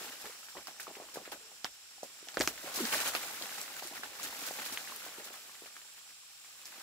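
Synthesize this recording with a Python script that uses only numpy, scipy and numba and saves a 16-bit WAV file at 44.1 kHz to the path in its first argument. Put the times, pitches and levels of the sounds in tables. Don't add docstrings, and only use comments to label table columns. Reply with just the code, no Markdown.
import sys
import numpy as np
from scipy import signal
from scipy.fft import rfft, irfft, next_fast_len
from scipy.io import wavfile
from scipy.ndimage import uniform_filter1d
from numba import njit

SR = 44100
rng = np.random.default_rng(int(sys.argv[2]) if len(sys.argv) > 2 else 0)


def unload_wav(signal):
    wavfile.write(
        sys.argv[1],
        SR,
        np.round(np.clip(np.atleast_2d(signal).T, -1, 1) * 32767).astype(np.int16),
    )


def ratio_of_db(decibels):
    return 10 ** (np.asarray(decibels, float) / 20)


N = 300762
T = np.arange(N) / SR

# t/s, peak level/dB, ring f/Hz, debris level/dB
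ROOTS = [(1.6454, -15, 4800, -36), (1.6452, -18.5, 3300, -17.5), (1.646, -27, 1700, -20),
         (1.6452, -31.5, 744, -17), (1.6534, -32, 1020, -26), (2.3712, -17.5, 1550, -19),
         (2.3712, -21.5, 4280, -32), (2.3711, -22, 570, -10.5), (2.394, -19.5, 7050, -34),
         (2.3944, -32, 12500, -23), (2.4011, -18, 7140, -21), (2.402, -27, 2040, -20),
         (2.4017, -24, 333, -26), (2.4058, -23, 7100, -8), (2.4085, -17.5, 1720, -16),
         (2.4099, -20.5, 585, -14), (2.41, -13, 4900, -33), (2.414, -21, 2060, -30),
         (2.4182, -19.5, 5000, -27), (2.4268, -25, 13500, -11), (2.4212, -20, 4600, -25),
         (2.437, -32, 1400, -15), (2.448, -30, 9000, -8), (2.4572, -27, 6500, -30),
         (2.4752, -10.5, 5830, -33), (2.475, -21, 12100, -11), (2.476, -15, 2360, -25),
         (2.4760, -18, 1530, -24), (2.475, -35, 338, 0)]
# t/s, peak level/dB, ring f/Hz, debris level/dB
KNOCKS = [(0.079, -50, 775, 3), (0.241, -42, 450, 1), (0.549, -38, 770, -1.5), (0.567, -33, 595, -8.5),
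          (0.681, -33.5, 840, -11.5), (0.876, -37, 500, -2.5), (0.966, -38.5, 450, -6.5),
          (0.998, -34, 620, -8), (1.018, -41, 430, -5), (1.155, -32.5, 605, -20), (1.169, -25, 526, -13),
          (1.274, -35.5, 554, -14), (1.319, -36.5, 770, -1.5), (2.029, -25, 610, -18.5),
          (2.64, -36.5, 370, -4), (2.67, -37, 590, -1.5), (2.77, -40.5, 646, 10), (2.922, -29, 1050, -2.5),
          (3.055, -36, 675, -7), (3.148, -24.5, 625, -29), (3.41, -32.5, 610, -8), (3.576, -37, 837, -6),
          (3.822, -33, 725, -13), (3.909, -43, 735, 2), (4.507, -26.5, 627, -20), (4.585, -34.5, 780, -4),
          (4.719, -41, 256, -2.5), (5.062, -34, 676, -23), (5.181, -39.5, 414, -8), (5.618, -43, 428, -7)]
# t/s, peak level/dB, ring f/Hz, debris level/dB
SNAPS = [(0.0712, -43, 1260, 1), (0.1194, -40, 1600, -2), (0.2548, -35, 1620, -6),
         (0.5686, -38, 1290, -6.5), (0.6699, -42, 1290, -1), (0.7976, -30, 1610, -12.5),
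         (0.8679, -37, 1200, -14), (0.9517, -34.5, 2050, -10), (1.1578, -34.5, 1550, -11),
         (1.2516, -39.5, 1730, -4), (1.3172, -41.5, 2260, 1.5), (2.2852, -31, 2840, -16),
         (2.6605, -36, 1680, -5), (2.7887, -35.5, 2090, 1), (2.8535, -25, 1750, -20),
         (2.9239, -26, 1450, -1), (3.0027, -24, 2730, -18), (3.0576, -31.5, 1440, 3),
         (3.1499, -21, 2450, -9), (3.4562, -32, 2410, -26), (3.523, -35.5, 1670, -14),
         (3.959, -37, 2050, -4), (4.0328, -26, 1570, -10.5), (4.2035, -37.5, 1730, -5),
         (4.2449, -37, 1660, 2.5), (4.5845, -39.5, 1370, 2.5), (4.6524, -34.5, 2840, -3.5),
         (4.7732, -23.5, 2080, -27), (5.2694, -40, 2350, -3.5), (5.8148, -41, 1860, -19)]
# t/s, peak level/dB, ring f/Hz, debris level/dB
TICKS = [(0.2644, -40, 5500, -5), (0.6704, -32, 5300, -11.5), (0.7996, -38, 5700, 0),
         (0.83, -30, 7350, -17), (1.1413, -37, 5000, -2.5), (1.3169, -34.5, 4630, -6),
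         (2.0313, -35, 6430, -9), (2.2852, -31.5, 5600, -16), (2.3421, -35, 4560, -11),
         (2.7403, -31, 5060, -4.5), (2.7572, -34.5, 4650, 5.5), (2.8011, -29.5, 7610, -5),
         (2.852, -22.5, 4870, -22), (2.9358, -27.5, 5650, -1.5), (3.0027, -20.5, 7500, -23),
         (3.076, -22, 7500, -7), (3.1494, -24, 4480, -11), (3.4227, -26.5, 4400, -15),
         (3.6138, -22.5, 7940, -19), (3.8348, -33, 5000, -9), (3.8722, -28, 9000, -17),
         (4.2304, -28.5, 6530, -4), (4.4644, -32, 7600, -1.5), (4.5387, -33, 7300, -11),
         (4.6514, -35, 4560, 0.5), (4.7228, -35, 5450, -0.5), (4.9612, -26, 11100, -18),
         (5.2421, -35, 7450, -6), (5.3294, -37, 7300, -11), (6.6549, -34, 5130, -12)]
# t/s, peak level/dB, ring f/Hz
LUMPS = [(0.009, -44, 385), (0.47, -58, 700), (0.909, -44, 388), (1.085, -41, 1050), (1.214, -40.5, 554),
         (1.514, -44, 760), (2.225, -45, 420), (2.27, -41, 673), (3.253, -38.5, 807), (3.514, -38, 799),
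         (3.99, -49, 260), (4.243, -43, 298), (4.323, -43, 748), (4.42, -44, 267), (4.897, -39, 900),
         (5.26, -42, 630), (5.303, -40, 587), (5.657, -42.5, 600), (6.739, -46, 880), (6.779, -52.5, 300)]
# t/s, peak level/dB, ring f/Hz
CRUMBS = [(0.2004, -62, 1570), (0.4843, -41, 1630), (2.3426, -38.5, 1460), (2.5756, -36, 2940),
          (2.7054, -42, 1990), (2.885, -43, 1500), (2.9883, -25.5, 1840), (3.4232, -36, 2130),
          (3.4924, -37.5, 1380), (3.6785, -34.5, 1400), (3.7632, -36, 1520), (3.8227, -41, 1680),
          (4.4672, -38, 1570), (4.6176, -32.5, 1600), (4.6963, -36, 1230), (4.8736, -34, 1790),
          (5.0294, -38, 2650), (5.09, -49, 2500), (5.3387, -37.5, 1650), (5.4933, -42, 1580),
          (5.6594, -39, 2460), (5.765, -40, 1600), (5.979, -44.5, 1830), (6.089, -45, 2570),
          (6.105, -49, 2000), (6.445, -48, 1170), (6.7206, -42, 2270), (6.8087, -41, 1310)]
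# t/s, length/s, first slip rate f/Hz, last slip rate f/Hz, level/dB
CREAKS = [
    (2.785, .076, 410, 225, -35),
    (1.39, .12, 452, 448, -65),
]
# t/s, effort as crumb level/dB, share of heavy clods level/dB
STIR = [(0.0, -46.5, -6), (0.16, -53.5, -11), (0.5, -59, -15), (1.12, -57.5, -7), (1.8, -64, -14),
        (2.32, -57.5, -9), (2.72, -49.5, -9.5), (2.8, -43.5, -11), (3.0, -39.5, -10), (3.12, -44.5, -8),
        (3.61, -49.5, -12.5), (4.12, -52.5, -8), (4.41, -46, -11), (4.88, -49.5, -11.5), (5.21, -53, -8),
        (5.431, -56.5, -13), (6.28, -65.5, -20), (6.82, -55, -11)]
# t/s, length/s, effort rise level/dB
SURGES = [(0.2, .15, 4), (0.43, .025, 4), (0.485, .04, 4), (0.82, .03, 3), (1.135, .04, 4), (2.63, .07, 4),
          (2.74, .05, 4), (2.85, .04, 3), (2.92, .055, 5), (3.0, .02, 4), (3.05, .04, 5), (3.133, .035, 6),
          (3.19, .12, 1.5), (3.415, .05, 2), (3.51, .04, 3), (3.575, .065, 4), (3.76, .035, 4),
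          (3.82, .05, 2), (3.945, .03, 4), (4.195, .09, 4), (4.4, .09, 2.5), (4.58, .045, 2),
          (4.645, .03, 2.5), (4.72, .025, 3), (4.77, .03, 2), (4.87, .06, 2), (5.04, .04, 3),
          (5.17, .04, 3), (5.24, .04, 3), (5.325, .035, 3), (5.62, .05, 3), (5.75, .04, 2.5),
          (5.96, .03, 3), (6.1, .03, 2), (6.41, .06, 4), (6.66, .02, 2)]
# f/Hz, level/dB per Hz
CLOD = [(59, -46), (100, -33.5), (242, -5.5), (496, -5.5), (598, 0), (965, -5.5), (1200, -2.5), (1560, -30),
        (2640, -120)]
# f/Hz, level/dB per Hz
CRUMB = [(470, -22), (800, 5.5), (972, -42.5), (1070, -8.5), (1400, -0.5), (3320, -4), (4500, -13.5),
         (5850, -11), (9900, -120)]
# f/Hz, level/dB per Hz
LEAF = [(2060, -44), (3500, -2.5), (6320, -6), (7460, -3), (8740, -11), (11200, -6), (14900, -9),
        (16000, -4)]
# t/s, peak level/dB, ring f/Hz
PEBBLES = [(0.044, -40, 821), (0.269, -42, 444), (0.294, -42, 479), (0.354, -46, 1300), (0.429, -42, 1340),
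           (0.51, -44, 1650), (1.194, -44, 576), (1.887, -48, 2340), (1.98, -47, 805), (2.634, -39, 614),
           (2.675, -35, 600), (2.884, -30, 2100), (2.936, -26, 1140), (2.944, -25, 1660), (2.952, -28, 608),
           (3.069, -29, 1430), (3.155, -28, 2680), (3.209, -35, 1490), (3.229, -35, 1850),
           (3.279, -36, 1410), (3.304, -39, 853), (3.539, -39, 1910), (3.581, -36, 834), (3.771, -38, 1560),
           (3.849, -42, 353), (4.056, -41, 848), (4.196, -33, 1170), (4.259, -33, 1810), (4.325, -36, 918),
           (4.439, -38, 1360), (4.474, -36, 1550), (4.597, -33, 1610), (4.921, -34, 1070),
           (5.011, -40, 2080), (5.074, -44, 837), (5.199, -45, 447), (5.349, -43, 1670), (5.419, -44, 2420),
           (5.456, -45, 1570), (5.634, -48, 436), (5.849, -51, 861), (5.964, -48, 1890), (6.012, -50, 1180),
           (6.064, -50, 2320), (6.232, -51, 1040), (6.269, -53, 2880), (6.414, -52, 2230),
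           (6.457, -48, 1630), (6.508, -47, 1800), (6.634, -50, 1150), (6.666, -43, 2190),
           (6.758, -45, 1160)]
# t/s, peak level/dB, ring f/Hz
FLECKS = [(0.5447, -44, 7070), (0.9138, -39, 7450), (1.1493, -37, 5440), (2.0522, -38, 7170),
          (2.2852, -33, 5630), (2.3186, -38, 7840), (2.6354, -38, 4520), (2.9118, -30, 7790),
          (3.0714, -25, 7760), (3.582, -33, 4900), (4.1979, -35, 4960), (4.2303, -29, 6730),
          (4.4643, -28, 11000), (4.7227, -32, 5370), (5.876, -43, 4970), (5.9234, -40, 7520),
          (6.1454, -42, 7250), (6.3904, -40, 7850), (6.6682, -36, 7190), (6.8004, -41, 4610)]
# t/s, level/dB
THUDS = [
    (0.23, -66),
    (0.55, -70),
    (1.3, -65),
    (1.65, -66),
    (2.75, -65),
    (4.03, -72),
    (4.23, -64),
    (4.68, -64),
]
# f/Hz, level/dB per Hz
FOREST = [(18, -45), (30, -33), (157, -13), (364, -54), (461, -23), (1160, -7), (1630, -11), (2010, -12.5),
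          (2410, 0), (5590, -2), (6380, -9), (7270, 3.5), (9220, -5), (14800, -20.5), (16000, -53)]
# centre f/Hz, width f/Hz, level/dB
INSECTS = [
    (7300, 890, -64.5),
    (5500, 1200, -64),
]
# f/Hz, left minus right level/dB
PORT_TILT = [(300, -0.6), (4000, -0.8), (7000, -2), (15000, 3.8)]

DULL = KNOCKS + [row + (-12,) for row in LUMPS]
CRISP = SNAPS + [row + (-10,) for row in CRUMBS]


def level(x, db):
    return x * ratio_of_db(db) / np.sqrt(np.mean(x ** 2))


def on_log(hz, table):
    points_hz, values = np.transpose(table)
    return np.interp(np.log(hz), np.log(points_hz), values)


def colour(x, db_of):
    size = next_fast_len(N)
    hz = np.maximum(np.arange(size // 2 + 1) * SR / size, 1)
    return irfft(rfft(x, size) * ratio_of_db(db_of(hz)), size)[..., :N]


def walk(rate):
    k = int(SR / rate)
    held = np.repeat(rng.standard_normal(N // k + 1), k)
    return 1.62 * uniform_filter1d(uniform_filter1d(held, k), k)[:N]


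@njit
def ring(start, lag, hz, cycles, size, rise):
    out = np.zeros((2, N))
    for g in range(len(hz)):
        slow = 2j * np.pi * hz[g] / SR - hz[g] / (cycles[g] * SR)
        fast = slow - hz[g] / (rise * SR)
        step, quick = np.exp(slow), np.exp(fast)
        length = int(6 * cycles[g] * SR / hz[g]) + 2
        for c in range(2):
            at = max(start[g] + (c - .5) * lag[g], 0.)
            first = int(at) + 1
            z = size[g] * np.exp(slow * (first - at))
            w = size[g] * np.exp(fast * (first - at))
            for i in range(first, min(first + length, N)):
                out[c, i] += (z - w).imag
                z, w = z * step, w * quick
    return out


def grains(s, hz, cycles, size, place, rise=.4):
    port_lag_s, port_spread_s = .0001, .00013
    lag = (port_lag_s + port_spread_s * place) * SR + 0 * s
    hz = np.clip(hz, 30, .45 * SR)
    cycles = np.clip(cycles + 0 * s, .2, 9)
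    return ring(s * SR, lag, hz, cycles, size, max(rise, .05))


def roots():
    s, db, hz, _ = np.transpose(ROOTS)
    return grains(s, hz, 1.26, ratio_of_db(db + 3.5), -0.81, rise=0.26)


def breaks(events, cycles, spread, splinter_db, count, late_s, lift=0.):
    s, db, hz = np.transpose(events)[:3, :, None]
    u = rng.standard_normal((len(events), count, 3))
    place = np.repeat(0.7 * rng.standard_normal(len(events)) - .6, count)
    lump = np.arange(count) == 0
    pitch = hz * np.exp(np.where(lump, 0, spread * u[..., 0] + lift))
    size = ratio_of_db(db + np.where(lump, 4.0, splinter_db)) * np.where(lump, 1, u[..., 1])
    start = s + late_s + np.where(lump, 0, 0.00092 * np.abs(u[..., 2]))
    return grains(start.ravel(), pitch.ravel(), cycles, size.ravel(), place, rise=0.46)


def creaks():
    edge_s, jerk_s, sag_s = .008, .0225, .0032
    jerk_peak_db, load_db = 9.5, -8
    grip_hz_per_s = 500
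    out = np.zeros((2, N))
    for s, length, from_hz, to_hz, db in CREAKS:
        age = np.maximum(T - s, 0)
        slipped = .5 + .5 * np.tanh((age - jerk_s - sag_s) / (2 * sag_s))
        loading_db = load_db * (1 - slipped)
        regrip_hz = grip_hz_per_s * np.clip(age - .045, 0, .03) * (to_hz < 300)
        slip_hz = from_hz + (to_hz - from_hz) * slipped + regrip_hz
        phase = 2 * np.pi * np.cumsum(slip_hz * (1 + .06 * walk(150))) / SR
        shape = np.clip(np.minimum(age, length - age) / edge_s, 0, 1)
        jerk_db = (jerk_peak_db - loading_db) * np.exp(-((age - jerk_s) / sag_s) ** 2 / 2)
        gain = ratio_of_db(db + loading_db + jerk_db - 1.5 + 1.5 * walk(70))
        out += shape * gain * (np.sin(phase) + 0.4 * slipped * np.sin(2 * phase + 1))
    return out


def surges(t):
    rise_s, fall_s = .004, .012
    extra_db = 0
    for s, length, db in SURGES:
        swell = np.minimum((t - s) / rise_s, 1 + (s + length - t) / fall_s)
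        extra_db = extra_db + db * np.clip(swell, 0, 1)
    return .6 * extra_db


def stir():
    s, effort_db, clod_db = np.transpose(STIR)
    effort = np.interp(T, s, effort_db) + surges(T)
    heavy = np.interp(T, s, clod_db)
    leaf = effort - 2 - .3 * heavy
    return ratio_of_db([effort + heavy, effort, leaf]) ** 2


def debris(events, rise_s, t60):
    power = np.zeros(N)
    for s, db, _, extra_db, *_ in events:
        span = slice(int(s * SR), int((s + .4) * SR))
        age = np.maximum(T[span] - s, 0)
        power[span] += (1 - np.exp(-age / rise_s)) * ratio_of_db(db + extra_db - 60 * age / t60) ** 2
    return power


def rubble(spectrum, lo_hz, hi_hz, cycles, scatter_db, count):
    u = rng.random((count, 4)).T
    hz = lo_hz * (hi_hz / lo_hz) ** u[1]
    hardness = 4.24 ** (2 * u[3] - 1)
    scatter = scatter_db * np.minimum(-np.log(1 - u[2]), 5.5)
    size = hz / np.sqrt(hardness) * ratio_of_db(on_log(hz, spectrum) + scatter)
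    place = rng.standard_normal(count)
    return level(grains(u[0] * N / SR, hz, cycles * hardness, size, place, rise=0.21), 0)


def litter():
    clod, crumb, leaf = stir()
    thick = [r for r in ROOTS if r[2] <= 900]
    medium = [r for r in ROOTS if 900 < r[2] <= 3700]
    thin = [r for r in ROOTS if r[2] > 3700]
    low = debris(DULL + thick, 0.042, 0.14)
    mid = debris(CRISP + medium, 0.0084, .11)
    high = debris(TICKS + thin, 0.0078, 0.12)
    flicker, crackle = walk(30), walk(140)
    clod = clod * ratio_of_db(.6 * flicker + 1.5 * walk(25.12)) + low + 0.033 * mid
    crumb = crumb * ratio_of_db(.2 * flicker + 1.4 * crackle - 3) + mid + .12 * low + 0.044 * high
    leaf = leaf * ratio_of_db(.3 * flicker + 1.2 * crackle + 1.3) + high + 0.24 * mid
    out = np.sqrt(clod) * rubble(CLOD, 111.4, 1137, 2.3, 1.54, count=6500)
    out += np.sqrt(crumb) * rubble(CRUMB, 796.4, 4530, 3.3, 1.9, count=27000)
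    return out + np.sqrt(leaf) * rubble(LEAF, 3750, 15740, 1.67, 0.9, count=80000)


def patter(count):
    above_rain_db, scatter_db, centre_hz = 2, 2.6, 2260
    u = rng.random((count, 3)).T
    s = u[0] * (N / SR - .01)
    effort_db = np.interp(s, *np.transpose(STIR)[:2]) + surges(s)
    db = effort_db + above_rain_db + scatter_db * np.minimum(-np.log(1 - u[1]), 3)
    events = np.transpose([s, db, centre_hz * 2.12 ** (2 * u[2] - 1)])
    return breaks(events, 1.15, 0.396, -1.5, count=5, late_s=0., lift=0.65)


def pebbles():
    rings = ratio_of_db(-6) * breaks(PEBBLES, 3.2, .4, -12, count=2, late_s=.001, lift=.5)
    return rings + breaks(FLECKS, 1.4, .4, -3, count=4, late_s=.0006, lift=.15)


def ground():
    tear_s, tear_db = 2.38, -43
    thump_rise_s, thump_t60_s = .03, .34
    knock_db, shuffle_db, rest_db = -36, -23, -88
    soil = rng.standard_normal((2, N)) * 0.45 + rng.standard_normal(N)
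    rumble = colour(soil, lambda hz: -7 * np.log2(hz / 68) ** 2)
    power = debris([(tear_s, tear_db, 0, 0)], .039, .31)
    power += stir()[0] * ratio_of_db(shuffle_db) ** 2 + ratio_of_db(rest_db) ** 2
    power += debris([(s, db, 0, 0) for s, db in THUDS], thump_rise_s, thump_t60_s)
    power += debris(DULL, thump_rise_s, thump_t60_s) * ratio_of_db(knock_db) ** 2
    boom = grains(np.array([tear_s + .03]), [59.7], 3.5, ratio_of_db([-50]), 0., rise=1.5)
    return (level(rumble, 0) * np.sqrt(power) + boom) * ratio_of_db(np.array([[-1.3], [1.3]]))


def forest():
    mid, side = colour(rng.standard_normal((2, N)), lambda hz: on_log(hz, FOREST))
    side = colour(side, lambda hz: np.clip(7 * np.log2(hz / 2000), -16, 0))
    swell = ratio_of_db(.25 * walk(4))
    out = level(np.array([mid + side, mid - side]), -56.5) * swell
    for centre_hz, width_hz, db in INSECTS:
        def band(hz):
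            return np.maximum(-6 * (2 * (hz - centre_hz) / width_hz) ** 2, -90)
        choir = colour(rng.standard_normal((2, N)), band)
        out += level(choir, db) * ratio_of_db(1.0 * walk(2.16) + 1.6 * walk(40))
    return out


def scene():
    near = roots() + creaks()
    near += breaks(DULL, 0.96, 0.43, -9.0, count=3, late_s=0.00226, lift=0.68)
    near += breaks(CRISP, 1.3, 0.435, -3, count=4, late_s=0.000982)
    near += breaks(TICKS, 2.47, 0.33, -8, count=6, late_s=0.000788)
    age = np.arange(2600) / SR
    echo = rng.standard_normal((2, 2600)) * ratio_of_db(-33.0 - 60 * age / 0.076) * (age > .0012)
    near = near + signal.fftconvolve(near, echo, axes=1)[:, :N]
    near = near + litter() + patter(count=900)
    near = signal.sosfilt(signal.butter(3, 138, "high", fs=SR, output="sos"), near)
    return near + pebbles() + ground() + forest()


def roll_off(x):
    return signal.sosfilt(signal.butter(12, 16650, fs=SR, output="sos"), x)


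def record(dry):
    def port_db(hz, side):
        return side * on_log(hz, PORT_TILT) - 70 * np.clip((hz - 15700) / 350, 0, 1)
    left = colour(dry[0], lambda hz: port_db(hz, .5))
    right = colour(dry[1], lambda hz: port_db(hz, -.5))
    return roll_off(np.array([left, right]))


dry = scene()
out = record(dry)
unload_wav(out)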